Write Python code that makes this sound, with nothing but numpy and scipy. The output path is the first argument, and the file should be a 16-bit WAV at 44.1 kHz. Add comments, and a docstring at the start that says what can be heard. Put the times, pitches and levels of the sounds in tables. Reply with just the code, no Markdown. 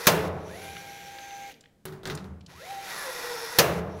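"""A cordless rivet gun fixes a steel window frame, heard close up on one microphone in a shipping container.
Its geared motor spins up, labours as it pulls the rivet, snaps the mandrel with a bang, stops, runs back.
Between two rivets the tool is handled and its nose rattles into the next hole.
All around, the steel walls boom after the hard knocks, over a low rumble of air."""
import sys
import numpy as np
from scipy import signal
from scipy.fft import rfft, irfft
from scipy.io import wavfile
from scipy.ndimage import uniform_filter1d, map_coordinates

SR = 44100
rng = np.random.default_rng(int(sys.argv[2]) if len(sys.argv) > 2 else 0)


def unload_audio(sound):
    """Save the sound as a 16-bit wav file, at the path given as the first command line argument."""
    columns = np.transpose(np.atleast_2d(sound))
    # keep every value between -1 and 1, then stretch to whole-number steps
    steps = np.round(np.clip(columns, -1, 1) * 32767)
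    wavfile.write(sys.argv[1], SR, steps.astype(np.int16))


N = 176400


def undb(db):
    return 10 ** (np.asarray(db) / 20)

def unit(x):
    return x / np.sqrt(np.mean(x ** 2))

def add(out, at, x):
    i = int(at * SR)
    out[i:i + len(x)] += x[:N - i]

def fade(t, t60):
    return np.exp(-np.log(1000) * t / t60)

def lookup(hz, table, column=1):
    """A column of a table, read on a log-frequency axis."""
    table = np.array(table)
    return np.interp(np.log(np.maximum(hz, 1)), np.log(table[:, 0]), table[:, column])

def colour(x, table):
    """Give a sound a spectrum, at rms 1."""
    gain = undb(lookup(np.fft.rfftfreq(len(x), 1 / SR), table))
    return unit(irfft(rfft(x) * gain, len(x)))

def walk(rate_hz):
    """A smooth random wander, at rms 1."""
    hold = max(int(SR / rate_hz), 1)
    steps = rng.standard_normal(4096)[np.arange(N) // hold % 4096]
    return unit(uniform_filter1d(steps, hold))

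def burst(table, size=65536):
    """Noise that starts at rms 1; each half octave dies at its own rate."""
    t, f = np.arange(size) / SR, np.fft.rfftfreq(size, 1 / SR)
    spectrum = rfft(colour(rng.standard_normal(size), table))
    centres = np.geomspace(35, 17000, 19)
    band = np.interp(np.log(f + 1), np.log(centres), np.arange(len(centres)))
    return sum(irfft(spectrum * np.maximum(1 - abs(band - k), 0)) * fade(t, lookup(hz, table, column=2))
               for k, hz in enumerate(centres))

def ring(modes, size=65536):
    """Struck modes, each fading on its own."""
    t = np.arange(size) / SR
    return sum(undb(db) * rng.choice([-1, 1]) * np.sin(2 * np.pi * hz * t) * fade(t, t60)
               for hz, db, t60 in modes)

def click(hz, attack_s, t60, octaves=0.85, size=4096):
    """A small contact of metal parts, centred on one pitch; a slow attack makes a short scrape."""
    t, f = np.arange(size) / SR, np.fft.rfftfreq(size, 1 / SR)
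    band = np.exp(-(np.log2((f + 1) / hz) / octaves) ** 2)
    noise = unit(irfft(rfft(rng.standard_normal(size)) * band))
    return noise * (1 - np.exp(-t / attack_s)) * fade(t, t60)


# Room tone in the container. Each row: frequency in Hz, relative level in dB.
AIR_SPECTRUM = [(25, -2), (80, 0.5), (170, 5), (420, -10.5), (1000, -19.5), (3000, -26), (8000, -28.5),
                (15000, -33.5)]

def air():
    """A faint, steady rumble all around the microphone."""
    return undb(-64.5) * colour(rng.standard_normal(N), AIR_SPECTRUM)


# The container's echo. Each row: frequency in Hz, relative level in dB, t60 in seconds.
ECHO_BANDS = [(60, 4.5, 0.51), (440, 10.5, 0.94), (841, -10, 0.94), (1996, 0.5, 0.46), (7000, -2, .38),
              (14840, -0.5, 0.41)]

def container_echo(sound):
    """What reaches the microphone by way of the steel walls."""
    echo = burst(ECHO_BANDS)
    return signal.fftconvolve(sound, echo / np.sqrt(np.sum(echo ** 2)))[:N]


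# Booms after the hard knocks and bangs. Each row: start in seconds, level in dB.
BOOM_EVENTS = [(0.0678, -35), (1.855, -57), (2.07, -42), (3.587, -34.5)]
# The walls' bass. Each row: frequency in Hz, relative level in dB, t60 in seconds.
BOOM_BANDS = [(24.9, -11, 0.92), (52.6, -20, 0.91), (77.5, 5, 2.7), (113, -7, 2.4), (139, -5, 3.1),
              (194.4, 2.5, 2.2), (258, -33.5, 0.35)]

def wall_booms(peak_s=0.22, width_s=0.11):
    """Bending waves spread over the steel walls, so the bass swells late, then lingers softly."""
    out = np.zeros(N)
    for at, db in BOOM_EVENTS:
        boom = burst(BOOM_BANDS)
        t = np.arange(len(boom)) / SR
        swell = np.exp(-((t - peak_s) / width_s) ** 2)
        linger = 0.85 * np.minimum(t / peak_s, 1)
        add(out, at, undb(db) * boom * (swell + linger))
    return out


# Ticks and scrapes: small ones at the tool, and the bright edges of the knocks at the window at 1.855 and 2.15
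# s. Each row: start in seconds, level in dB, centre in Hz, attack in seconds.
TICK_EVENTS = [(.766, -26, 2200, 0.0028), (1.185, -31, 2580, 0.0012), (1.308, -36, 2440, 0.0004),
               (1.541, -45, 2952, 0.0007), (1.608, -42, 5070, 0.0019), (1.638, -43, 2103, 0.0022),
               (1.657, -45.5, 2390, 0.0013), (1.855, -26, 11000, 0.0033), (2.15, -21.5, 6400, 0.0072),
               (2.408, -40, 3540, 0.0044), (2.462, -31.5, 4420, 0.0061)]

def ticks():
    """Mechanism and rivet make small, quickly damped clicks and scrapes; two of the knocks at the window get a
    bright, short contact."""
    out = np.zeros(N)
    for at, db, hz, attack_s in TICK_EVENTS:
        add(out, at, undb(db) * click(hz, attack_s, t60=0.02))
    return out


# Knocks at the window. Each row: start in seconds, click level in dB, click centre in Hz, thud level in dB.
KNOCK_EVENTS = [(1.854, -34, 9000, -39.5), (1.882, -44, 4000, -47), (1.923, -45, 1700, -44),
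                (2.033, -43.5, 3460, -44), (2.055, -28, 3120, -38), (2.0653, -37, 3900, -39),
                (2.074, -32, 5730, -36), (2.099, -25, 1770, -35), (2.109, -34, 1800, -40.5),
                (2.175, -35.5, 3500, -65), (2.243, -48.5, 3950, -49)]
# The knocked steel. Each row of all three: frequency in Hz, relative level in dB, t60 in seconds.
CLINK_BANDS = [(202, -9, 0.14), (690, 0.5, 0.065), (1610, 4, 0.1), (2480, -4, 0.14), (3770, -0.5, 0.1),
               (6160, -13, 0.19), (8500, -21, 0.074), (15000, -20, 0.075)]
THUD_BANDS = [(50, -13, 0.32), (132, 1.5, 1), (360, -8, 1), (606, -12, 1), (1400, -12, 0.64),
              (3030, -28, 0.68), (9900, -28.5, 0.17)]
THUD_MODES = [(151, -2, 0.41), (378.6, -0.5, 0.45), (426, -5.5, 0.36)]

def knocks():
    """The tool meets the frame: a sharp contact, a clink of the steel and a dull thud."""
    out = np.zeros(N)
    for at, click_db, hz, thud_db in KNOCK_EVENTS:
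        add(out, at, undb(click_db) * click(hz, attack_s=1 / SR, t60=0.0081))
        add(out, at, undb(click_db - 7) * burst(CLINK_BANDS, size=8192))
        thud = undb(-4.5) * burst(THUD_BANDS, size=32768) + ring(THUD_MODES, size=32768)
        add(out, at, undb(thud_db) * thud)
    return out


# Rubbing inside the tool. Each row: peak in seconds from the snap, spread in seconds, centre in Hz,
# width in Hz, level in dB.
RASP_BANDS = [(-.58, .12, 10270, 348.5, -53.5), (-.2, .16, 5355, 601, -50), (-.36, .2, 12440, 504, -56.5),
              (-.1, .09, 10930, 910, -55), (.56, 0.098, 9880, 1600, -58), (.74, 0.25, 5750, 811, -60),
              (.74, 0.19, 11200, 1500, -64), (1.29, 0.19, 6270, 600, -57)]

def rasps(drift=0.013, flutter_db=3):
    """Sliding parts rub while the motor runs: one resonance after another swells, wavers and fades."""
    out, t = np.zeros(N), np.arange(N) / SR
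    for peak, spread, hz, width_hz, db in RASP_BANDS:
        phase = 2 * np.pi * np.cumsum(hz * (1 + drift * walk(13))) / SR
        band = walk(width_hz) * np.sin(phase) + walk(width_hz) * np.cos(phase)
        swell = sum(np.exp(-((t - at - peak) / spread) ** 2 / 2) for at, *_ in SNAP_EVENTS)
        out += band * undb(db + flutter_db * walk(35)) * swell
    start_and_brake = [PULL_STROKE[0][0], PULL_STROKE[1][0], RETURN_STROKE[-3][0], RETURN_STROKE[-2][0]]
    running = sum(np.interp(t - at, start_and_brake, [0, 1, 1, 0]) for at, *_ in SNAP_EVENTS)
    return out * running


# The gears' rattle, running free and under load. Each row: frequency in Hz, relative level in dB.
FREE_SPECTRUM = [(100, -15.5), (400, -1.5), (800, -3.5), (1150, -11.5), (1600, -4), (2250, 3), (2900, -2),
                 (3900, -3.5), (5100, -10.5), (6350, -6.5), (7000, -10), (8400, -18.5), (10500, -16),
                 (11800, -14.5), (15500, -19)]
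LOADED_SPECTRUM = [(100, -13.5), (330, -13.5), (650, -1.5), (980, 4), (1200, -3), (1410, 4), (1630, -1.5),
                   (1920, 3.5), (2230, -5), (2480, -3), (3050, -12), (3500, -4), (4700, -5.5), (5400, -4),
                   (6200, -7), (8700, -16), (10300, -10), (12600, -12.5), (13500, -18), (15500, -19)]
PLANET_RATIO = 0.146  # planet turns per meshing tooth

def gear_rattle(hz, teeth, load, running, repeat_share=0.35):
    """Worn teeth scrape in a pattern that partly repeats as the gears turn; load shifts its colour."""
    mesh = 2 * np.pi * teeth
    wear = rng.standard_normal(1024)
    worn = map_coordinates(wear, [teeth * PLANET_RATIO / 2 % 1 * len(wear)], order=3, mode="grid-wrap")
    scrape = np.sqrt(repeat_share) * worn + np.sqrt(1 - repeat_share) * rng.standard_normal(N)
    pulsing = (1 + 0.19 * np.cos(mesh)) * (1 + 0.067 * np.cos(PLANET_RATIO * mesh))
    grit = undb(walk(400))
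    scrape *= pulsing * grit
    # Each tooth partly repeats the scrape of the last, so the rattle follows the pitch.
    last_tooth = map_coordinates(scrape, [np.arange(N) - SR / hz], order=1, mode="nearest")
    scrape = (scrape + 0.13 * last_tooth) * running
    rattle = (1 - load) * colour(scrape, FREE_SPECTRUM) + load * colour(scrape, LOADED_SPECTRUM)
    return rattle * np.sqrt(running.mean())


# Gear overtones. Each row: multiple of the mesh rate, free and loaded levels in dB against the rattle.
OVERTONES = [(2, -9.5, -15), (3, -16, -14), (9, -21, -40)]
# Side tones of the planet gears. Each row: mesh multiple, planet turns added, dB against the rattle.
PLANET_TONES = [(1, -1, -17), (1, 1, -19), (2, -1, -21), (3, -1, -17), (3, -2, -14)]

def gear_whine(mesh, load, strain, whine_db, overtone_gain, flutter_db=3, radiate_hz=426):
    """Meshing teeth sing a fluttering stack of tones; the small housing radiates little of their bass."""
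    depth_db = flutter_db * (0.5 + strain)
    overtones = sum(undb(free + (loaded - free) * strain + depth_db * walk(50)) * np.sin(round(k) * mesh)
                    for k, free, loaded in OVERTONES)
    planets = sum(undb(db + flutter_db * walk(30)) * np.sin((round(k) + round(j) * PLANET_RATIO) * mesh)
                  for k, j, db in PLANET_TONES)
    fundamental = undb(whine_db - 1.5 + depth_db * walk(40)) * np.sin(mesh)
    whine = fundamental + overtone_gain * (overtones + (1 - load) * planets)
    return signal.sosfilt(signal.butter(3, radiate_hz, "high", fs=SR, output="sos"), whine)


# The motor close up, pulling and running back. Each row: time in seconds from the snap, gear mesh rate
# in Hz, relative whine level in dB, rattle level in dB, load from 0 to 1.
PULL_STROKE = [(-1.11, 60, -68, -65, 0.86), (-1.08, 150, -52, -54, 0.76), (-1.04, 310, -73, -55, 0.52),
               (-.986, 460, -48.5, -51, 0.53), (-.936, 715, -48.5, -46.5, 0.51),
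               (-.876, 780, -39, -43.5, 0.61), (-.786, 797, -39, -45.5, 0.42),
               (-.735, 788, -42.5, -41.5, 0.57), (-.675, 745, -50, -37.5, 0.89),
               (-.616, 610, -55, -37.5, 0.99), (-0.46, 490, -36, -37.5, 0.97),
               (-.45, 482, -48.5, -39, 0.87), (-.34, 485, -40, -37, 0.91), (-.22, 458, -52.5, -38.5, 1),
               (-.052, 482, -41, -38.5, 0.95), (0, 500, -47.5, -36, 0.96), (.03, 590, -54, -40, 0.5),
               (0.21, 1100, -63, -46.5, 0.8), (.24, 160, -76, -82, 0.6)]
RETURN_STROKE = [(.26, 59.9, -80, -60, 0.78), (.375, 203.5, -59, -59, 0.35), (.44, 555, -50, -51.5, 0.14),
                 (.51, 745, -52, -48, .25), (.57, 789, -46, -45.5, 0.18), (.7, 795.2, -49.5, -47, 0.25),
                 (.95, 800, -48, -48, 0), (1.18, 796.5, -44, -48.5, 0.18),
                 (1.432, 800, -45.5, -48.5, 0.068), (1.453, 639, -75, -48.5, 0),
                 (1.489, 149.9, -81, -98, 0)]

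def motor_stroke(table, snap_s, surge_hz=10, spin_hz_per_s=4000, mute_s=0.28):
    """One run of the geared motor: whine over rattle, with a speed that wavers more under load."""
    t, rows = np.arange(N) / SR - snap_s, np.array(table)
    hz, whine_db, rattle_db, load = (np.interp(t, rows[:, 0], column) for column in rows.T[1:])
    running = (t > rows[0, 0]) & (t < rows[-1, 0])
    strain = load ** 4
    acceleration = uniform_filter1d(np.gradient(hz) * SR, size=2205)
    spin_up = np.sqrt(np.clip(acceleration / spin_hz_per_s, 0, 1) * hz / hz.max())
    jitter = 0.001 * walk(25) + 0.01985 * load * walk(120)
    surge = 0.018 * strain * np.sin(2 * np.pi * surge_hz * t)
    hz = hz * (1 + jitter + surge)
    teeth = np.cumsum(hz) / SR
    mesh = 2 * np.pi * teeth
    bite = np.maximum(strain, (hz / rows[:, 1].max()) ** 6)  # overtones grow with strain or speed
    tones = gear_whine(mesh, load, strain, whine_db, undb(rattle_db) * bite)
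    tones += undb(-51) * spin_up * np.sin(3 * mesh)  # the third gear tone sings out while accelerating
    # The gear tones are muted briefly after the snap, leaving only the rattle.
    tones_on = (t < 0) | (t > mute_s)
    rattle = undb(rattle_db) * gear_rattle(hz, teeth, load, running)
    return running * (np.sqrt(2) * tones * tones_on + rattle)


# Mandrel breaks, close to the microphone. Each row: start in seconds, crack level in dB, wall level in dB.
SNAP_EVENTS = [(0.0687, -4, -19.5), (3.586, -4, -20.5)]
# Crack, wall and frame. Each row of all three: frequency in Hz, relative level in dB, t60 in seconds.
CRACK_BANDS = [(97.7, -12.5, 0.047), (471.6, 6, 0.13), (950, -5, 0.29), (2470, -0.5, 0.074),
               (5980, -1, 0.09), (8040, -12, 0.081), (11100, -2, 0.053), (16080, -2.5, 0.044)]
WALL_BANDS = [(49.2, -22.5, 1.2), (166, 7, 0.79), (247, -9.5, 1.52), (420, 2, 1.36), (1000, -5, 1.15),
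              (2260, -9, 0.64), (5500, -16, 0.39), (8500, -18, 0.357), (15000, -13.5, 0.303)]
FRAME_MODES = [(169, -4.5, 1.6), (324, -4, 0.9), (436, -1.5, 1.4), (580, -1, 0.61), (638, -5, 1.4),
               (880, -5, 0.4), (1068, -2, 0.25), (1340, -5, 0.4), (1712, -3, 0.4), (2760, -2.5, 0.4),
               (4090, -6, 0.25), (6143, -1, .18)]

def mandrel_snaps(rise_s=0.0011):
    """The mandrel breaks: a hard crack, then frame and wall ring out."""
    out = np.zeros(N)
    for at, crack_db, wall_db in SNAP_EVENTS:
        crack = undb(crack_db) * burst(CRACK_BANDS)
        steel = undb(wall_db) * (burst(WALL_BANDS) + undb(-9) * ring(FRAME_MODES))
        onset = 1 - np.exp(-np.arange(len(crack)) / SR / rise_s)
        add(out, at, (crack + steel) * onset)
    return out


def scene():
    """The mono mix inside the container; motor, rasps and ticks also come back off the walls."""
    motor = sum(motor_stroke(table, at) for at, *_ in SNAP_EVENTS for table in (PULL_STROKE, RETURN_STROKE))
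    tool = motor + rasps()
    ticking = ticks()
    background = container_echo(undb(-7) * tool + undb(-8) * ticking) + air()
    return (background + ticking + tool + mandrel_snaps() + knocks() + wall_booms())[None]

def record(dry, ceiling=0.94, top_hz=15800):
    """The recorder rounds off the bangs and cuts the top."""
    rounded = ceiling * np.tanh(dry / ceiling)
    return signal.fftconvolve(rounded, signal.firwin(301, top_hz, fs=SR)[None], mode="same")


dry = scene()
out = record(dry)
unload_audio(out)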